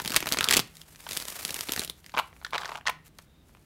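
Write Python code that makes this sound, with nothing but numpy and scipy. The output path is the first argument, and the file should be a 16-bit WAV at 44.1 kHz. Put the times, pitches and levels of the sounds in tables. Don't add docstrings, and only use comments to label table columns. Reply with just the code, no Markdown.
import sys
import numpy as np
from scipy import signal
from scipy.fft import rfft, irfft
from scipy.io import wavfile
from scipy.ndimage import uniform_filter1d

SR = 44100
rng = np.random.default_rng(int(sys.argv[2]) if len(sys.argv) > 2 else 0)


def volts_from_decibels(level):
    exponent = np.asarray(level, float) / 20
    return 10 ** exponent


def dump_mix(stems):
    frames = np.atleast_2d(stems).T
    limited = np.clip(frames, -1, 1)
    pcm = np.round(limited * 32767).astype(np.int16)
    wavfile.write(sys.argv[1], SR, pcm)


N = 160965


def riffle():
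    # t/s, level/dB, edge over body/dB, ring f/Hz
    riffled_cards = [(0.0003, -24, -8, 1500), (0.0188, -31, 4, 800), (0.0495, -27, 5, 2680),
                     (0.0595, -25, 4, 2560), (0.0775, -20, 5, 4000), (0.0975, -28, 3, 730),
                     (0.1049, -25, 5, 1870), (0.12, -24, 3, 2680), (0.126, -28, 0, 1640), (0.138, -26, 2, 880),
                     (0.1445, -21, -2, 1790), (0.1561, -25, -2, 920), (0.1629, -10, 8, 3060),
                     (0.1657, -13, 5, 3500), (0.1691, -16, -4, 2560), (0.205, -25, 5, 2680),
                     (0.2266, -26, -9, 2240), (0.2425, -36, -3, 960), (0.2591, -26, -3, 800),
                     (0.2705, -23, -1, 1870), (0.2768, -24, -3, 1000), (0.2898, -23, 10, 3500),
                     (0.305, -31, 0, 730),
                     (0.3166, -24, -3, 1250), (0.3235, -14, 11, 4000), (0.3307, -21, 0, 2340),
                   (0.3378, -22, 8, 3060), (0.3456, -22, -8, 800), (0.3719, -21, -5, 1430),
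                   (0.3875, -17, -8, 2560), (0.4089, -14, -3, 1560), (0.4294, -23, -3, 1710),
                   (0.4427, -14, 6, 4000), (0.4765, -30, -6, 3200), (0.4875, -12, -1, 3060),
                   (0.4952, -21, -1, 1710), (0.5033, -24, 2, 1640), (0.51, -12, 4, 2930),
                   (0.5127, -16, -2, 1500), (0.5258, -14, -5, 3350), (0.535, -17, 5, 4000),
                   (0.5379, -13, 7, 4000), (0.5407, -14, -5, 2680), (0.5492, -20, 4, 2800),
                   (0.5613, -22, 1, 700), (0.5684, -12, 6, 2930), (0.5717, -12, 10, 3060),
                   (0.5779, -18, 1, 2930), (0.5937, -15, 1, 700), (0.5992, -19, 9, 3350)]
    return cards(riffled_cards, over_db=-9, width_hz=1800, contact_s=.001, table_db=-14)


def cascade():
    # t/s, level/dB, edge over body/dB, ring f/Hz
    card_drops = [(1.0902, -31, 4, 1790), (1.111, -27, 9, 2800), (1.1202, -29, 6, 3660),
                  (1.132, -28, 5, 4000), (1.1515, -33, 10, 4000), (1.1675, -25, 9, 1560),
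                  (1.1725, -18, 19, 4000), (1.2009, -28, 12, 4000), (1.2243, -30, 19, 4000),
                  (1.2533, -32, 8, 3060), (1.2833, -28, 10, 4000), (1.3247, -36, 1, 1250),
                  (1.365, -37, 3, 2050), (1.4105, -35, 3, 1370), (1.4296, -33, 4, 700),
                  (1.4505, -19, 10, 4000), (1.4795, -33, 4, 4000), (1.4928, -30, -1, 1960),
                  (1.5066, -25, 1, 4000), (1.5435, -23, 8, 4000), (1.5615, -31, 5, 1960),
                  (1.5657, -30, 12, 4000), (1.5908, -29, 3, 1790), (1.609, -21, 16, 3830),
                  (1.6874, -29, -4, 1870), (1.6934, -24, -2, 1710), (1.7212, -18, 7, 4000),
                  (1.736, -24, 5, 2140), (1.7631, -23, 3, 1960), (1.7765, -27, -9, 1960),
                  (1.7945, -19, 5, 4000), (1.805, -31, 0, 3830), (1.8181, -29, -5, 2240),
                  (1.829, -33, -4, 700), (1.8362, -29, 7, 3060), (1.8479, -27, 14, 4000),
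                  (1.8769, -34, 13, 4000), (1.8987, -24, 14, 4000)]
    return cards(card_drops, over_db=-9, width_hz=1400, contact_s=.0012, table_db=-17)


def knocks():
    # t/s, level/dB,
    # edge over body/dB, ring f/Hz
    packets = [(1.0665, -32, -22, 1090), (2.1411, -29, -27, 880), (2.1458, -29, -19, 1140),
               (2.1497, -31, -19, 1090), (2.1668, -28, -21, 1200), (2.1737, -20, -20, 1000),
               (2.1809, -18, -11, 920), (2.189, -17, -11, 1140), (2.1938, -21, -13, 1050),
               (2.1973, -18, -10, 1090), (2.4484, -25, -8, 1560), (2.4654, -36, -21, 1560),
               (2.5265, -33, -22, 1000), (2.5329, -21, -24, 920), (2.5405, -26, -16, 1310),
               (2.5461, -24, -16, 1090), (2.5536, -23, -14, 1050), (2.5591, -25, -19, 960),
               (2.5806, -23, -10, 1700), (2.618, -33, -12, 1500), (2.6336, -29, -14, 1140),
                (2.6469, -32, -12, 1090), (2.6568, -28, -14, 1600), (2.6925, -29, -13, 920),
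                (2.7193, -27, -15, 900), (2.7495, -33, -19, 960), (2.7555, -28, -14, 920),
                (2.856, -36, -14, 1140), (2.8645, -33, -16, 1310), (2.868, -22, -14, 1500),
                (2.8727, -16, -18, 1900), (2.8819, -20, -17, 1250), (2.8927, -22, -14, 920),
                (2.8965, -22, -8, 1050)]
    return cards(packets, over_db=-11, width_hz=600, contact_s=.0015, table_db=-33)


def ticks():
    # t/s, level/dB, edge over body/dB, ring f/Hz
    handling = [(0.755, -46, 9, 4000), (0.7693, -40, 9, 4000), (0.8164, -37, 4, 3200),
                (0.949, -48, -14, 1000), (0.9594, -42, -2, 2560), (2.044, -45, -4, 1870),
                (2.0632, -38, -1, 2560), (2.0952, -42, -5, 2450), (2.12, -48, -5, 1640),
                (2.3291, -46, -13, 880), (3.1866, -40, 14, 4000), (3.1896, -39, -9, 960),
                (3.5498, -47, -9, 1050),
                (2.3652, -47, -8, 1000),
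        (2.4153, -44, -16, 1140),
        (2.4267, -43, -16, 1000),
        (2.5078, -44, 18, 4000),
        (2.811, -41, -12, 770),
        (3.494, -53, -16, 960),
        (3.571, -52, -8, 920),
    ]
    return cards(handling, over_db=-9, width_hz=1200, contact_s=.0008, table_db=-34)


def cards(rows, over_db, width_hz, contact_s, table_db):
    # f/Hz, level/dB
    edge_spectrum = [(900, -9), (4200, -1), (6500, -5), (12000, -6), (16000, -11)]
    # f/Hz, width/Hz, level/dB
    table_modes = [(65, 60, -5), (150, 70, 0), (290, 130, 0), (750, 600, -3)]
    lead_s, rise_s = .005, .0005
    drag_db, drag_s = -8, .005
    snap_db, puff_s = 8, .00025
    t = np.arange(-lead_s, .035, 1 / SR)
    hz_axis = np.fft.rfftfreq(len(t), 1 / SR)
    out = np.zeros((2, N + SR))
    for s, db, edge_db, hz in rows:
        noise, grain = rng.standard_normal((2, len(t)))
        pick = np.clip(rng.standard_normal(4), -2, 2)
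        fall_s = contact_s * volts_from_decibels(2.5 * pick[0] - .3 * max(edge_db, 0))
        rise = np.exp(t / rise_s / volts_from_decibels(2.5 * pick[3]))
        drag = volts_from_decibels(drag_db) * (1 - np.exp(-t / drag_s)) * np.exp(-t / drag_s)
        shape = np.where(t < 0, rise, np.exp(-t / fall_s) + drag)
        snap = volts_from_decibels(snap_db) * np.sign(pick[1]) * (abs(t) == abs(t).min())
        touch = shape * noise * volts_from_decibels(3.5 * grain) + snap

        ring = resonate(resonate(touch, hz, width_hz), hz, 2 * hz)
        overtone = resonate(resonate(touch, 2.2 * hz, 1.5 * hz), 2.2 * hz, 3.0 * hz)
        body = ring + volts_from_decibels(over_db) * overtone
        tilt = volts_from_decibels(.45 * min(edge_db, 0) * np.log2(1 + hz_axis / 3000))
        edge = irfft(rfft(coloured(touch, edge_spectrum)) * tilt, len(t))
        share = 1 / (1 + volts_from_decibels(-2 * edge_db - 6.0))
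        hit = np.sqrt(share) * evened(edge) + np.sqrt(1 - share) * evened(body)
        peak = np.sqrt(uniform_filter1d(hit ** 2, size=50).max())

        u = np.maximum(t - .002 * abs(pick[3]), 0) / puff_s
        force = u * np.exp(-u) + 1.5 * noise * np.exp(-abs(t) / drag_s)
        push = volts_from_decibels(table_db + 1.5 * pick[2] - .55 * db - .3 * edge_db) * force
        at = round(s * SR)
        out[:, at:at + len(t)] += volts_from_decibels(db) * np.array([hit / peak, push])
    board, push = out[:, round(lead_s * SR):][:, :N]
    modes = sum((-1) ** k * volts_from_decibels(db) * resonate(push, f, w) for k, (f, w, db) in enumerate(table_modes))
    return board + modes


def settling():
    # start t/s, end t/s, level/dB, f/Hz
    rattle = [
        (.405, .6, -38, 1250),
        (2.53, 2.79, -42, 1000),
    ]
    taps = uniform_filter1d(grit(700, 3.5), size=20) * rng.standard_normal(N)
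    chatter = 0
    for start, end, db, hz in rattle:
        low = resonate(resonate(taps, hz, 550), hz, 1500)
        chatter = chatter + volts_from_decibels(db) * during(start, end) * evened(low + .25 * resonate(taps, 2600, 1800))
    thump_s, thump_hz, thump_db = .59, 120, -33
    t = np.maximum(np.arange(N) / SR - thump_s, 0)
    boom = np.sin(2 * np.pi * thump_hz * t) * np.exp(-t / .02)
    return chatter + volts_from_decibels(thump_db) * boom


def thuds():
    # t/s, peak level/dB, f/Hz
    slaps = [(.0599, -33, 210), (.1049, -33, 210), (.3195, -26, 258), (.5032, -27, 340), (.5392, -26, 380),
             (.5615, -24, 300), (.5696, -19, 344), (.5938, -27, 160), (1.6932, -27, 290),
             (1.7226, -33, 279), (1.7773, -34, 220), (1.7945, -30, 279), (2.1717, -31, 322),
             (2.146, -40, 220)]
    swing_cycles = .38
    t = np.arange(N) / SR - .002
    out = np.zeros(N)
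    for s, db, hz in slaps:
        swell = np.exp(-((t - s) * hz / swing_cycles) ** 2 / 2)
        out += volts_from_decibels(db) * swell * np.cos(2 * np.pi * hz * (t - s))
    return out


def sliding():
    # start t/s, end t/s, level/dB
    rubs = [(0, .6, -48), (.6, .98, -60), (.75, .82, -60), (.87, .92, -60), (.99, 1.07, -50),
            (1.08, 1.86, -42), (1.88, 2.52, -64), (2.53, 2.79, -64), (3.05, 3.085, -58), (3.15, 3.25, -66),
            (3.46, 3.7, -69)]
    # f/Hz, level/dB
    face_spectrum = [(300, -4), (2000, 0), (4000, -3), (12500, -2), (16000, -10)]
    slow = uniform_filter1d(uniform_filter1d(rng.standard_normal(N), size=300), size=300)
    flicker = volts_from_decibels(3.0 * evened(slow))
    catches = 1 + 12 * uniform_filter1d(grit(330, 4.5), size=40)
    hiss = rng.standard_normal(N) * flicker * catches
    return evened(coloured(hiss, face_spectrum)) * sum(volts_from_decibels(db) * during(a, b) for a, b, db in rubs)


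def room(x):
    # f/Hz, T60/s
    decay_times = [(300, .3), (2000, .3), (6000, .22), (14000, .15)]
    taps = np.zeros(SR // 2)
    at = np.arange(160, len(taps) - 20, 20)
    taps[at + rng.integers(0, 20, len(at))] = rng.choice([-1., 1.], len(at))
    hz, t, z = signal.stft(taps, SR, nperseg=256)
    t60 = read(decay_times, hz)[:, None]
    z = z * volts_from_decibels(-60 * t / t60)
    z = z * np.sqrt(t60) / np.linalg.norm(z, axis=1, keepdims=True)
    tail = signal.istft(z, SR, nperseg=256)[1]
    return signal.fftconvolve(x, tail / np.linalg.norm(tail))[:N]


def air():
    # f/Hz, level/dB per Hz
    tone_spectrum = [(55, -1), (90, -6), (300, -14), (700, -24), (2900, -31), (6000, -37), (16000, -40)]
    a, b, c = rng.standard_normal((3, N))
    hum_hz, hum_width_hz = 157, 14
    hum = volts_from_decibels(-65) * evened(resonate(resonate(b, hum_hz, hum_width_hz), hum_hz, hum_width_hz))
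    squeak = volts_from_decibels(-75) * during(3.26, 3.45) * evened(resonate(c, 3700, 110))
    return volts_from_decibels(-59) * evened(coloured(a, tone_spectrum)) + hum + squeak


def evened(x):
    return x / np.sqrt(np.mean(x ** 2) + 1e-20)


def read(points, hz):
    f, value = np.transpose(points)
    return np.interp(np.log(hz + 1), np.log(f + 1), value)


def coloured(x, points):
    hz = np.fft.rfftfreq(len(x), 1 / SR)
    low_cut = np.minimum(hz / points[0][0], 1) ** 2
    return irfft(rfft(x) * volts_from_decibels(read(points, hz)) * low_cut, len(x))


def resonate(x, hz, width_hz):
    return signal.lfilter(*signal.iirpeak(hz, hz / width_hz, SR), x)


def during(start, end):
    t = np.arange(N) / SR
    return np.clip(np.minimum(t - start, end - t) / .025 + .5, 0, 1)


def grit(per_s, size_db):
    return (rng.random(N) < per_s / SR) * volts_from_decibels(size_db * np.minimum(rng.exponential(1, N), 4))


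def scene():
    deck = riffle() + cascade() + knocks() + settling() + thuds() + ticks()
    return (deck + volts_from_decibels(-16.5) * room(deck) + sliding() + air())[None]


def roll_off(x):
    return signal.sosfilt(signal.butter(12, 16980, fs=SR, output="sos"), x)


def record(dry):
    mix = signal.oaconvolve(dry, signal.firwin(255, 15900, fs=SR)[None], "same")
    return roll_off(mix)


dry = scene()
out = record(dry)
dump_mix(out)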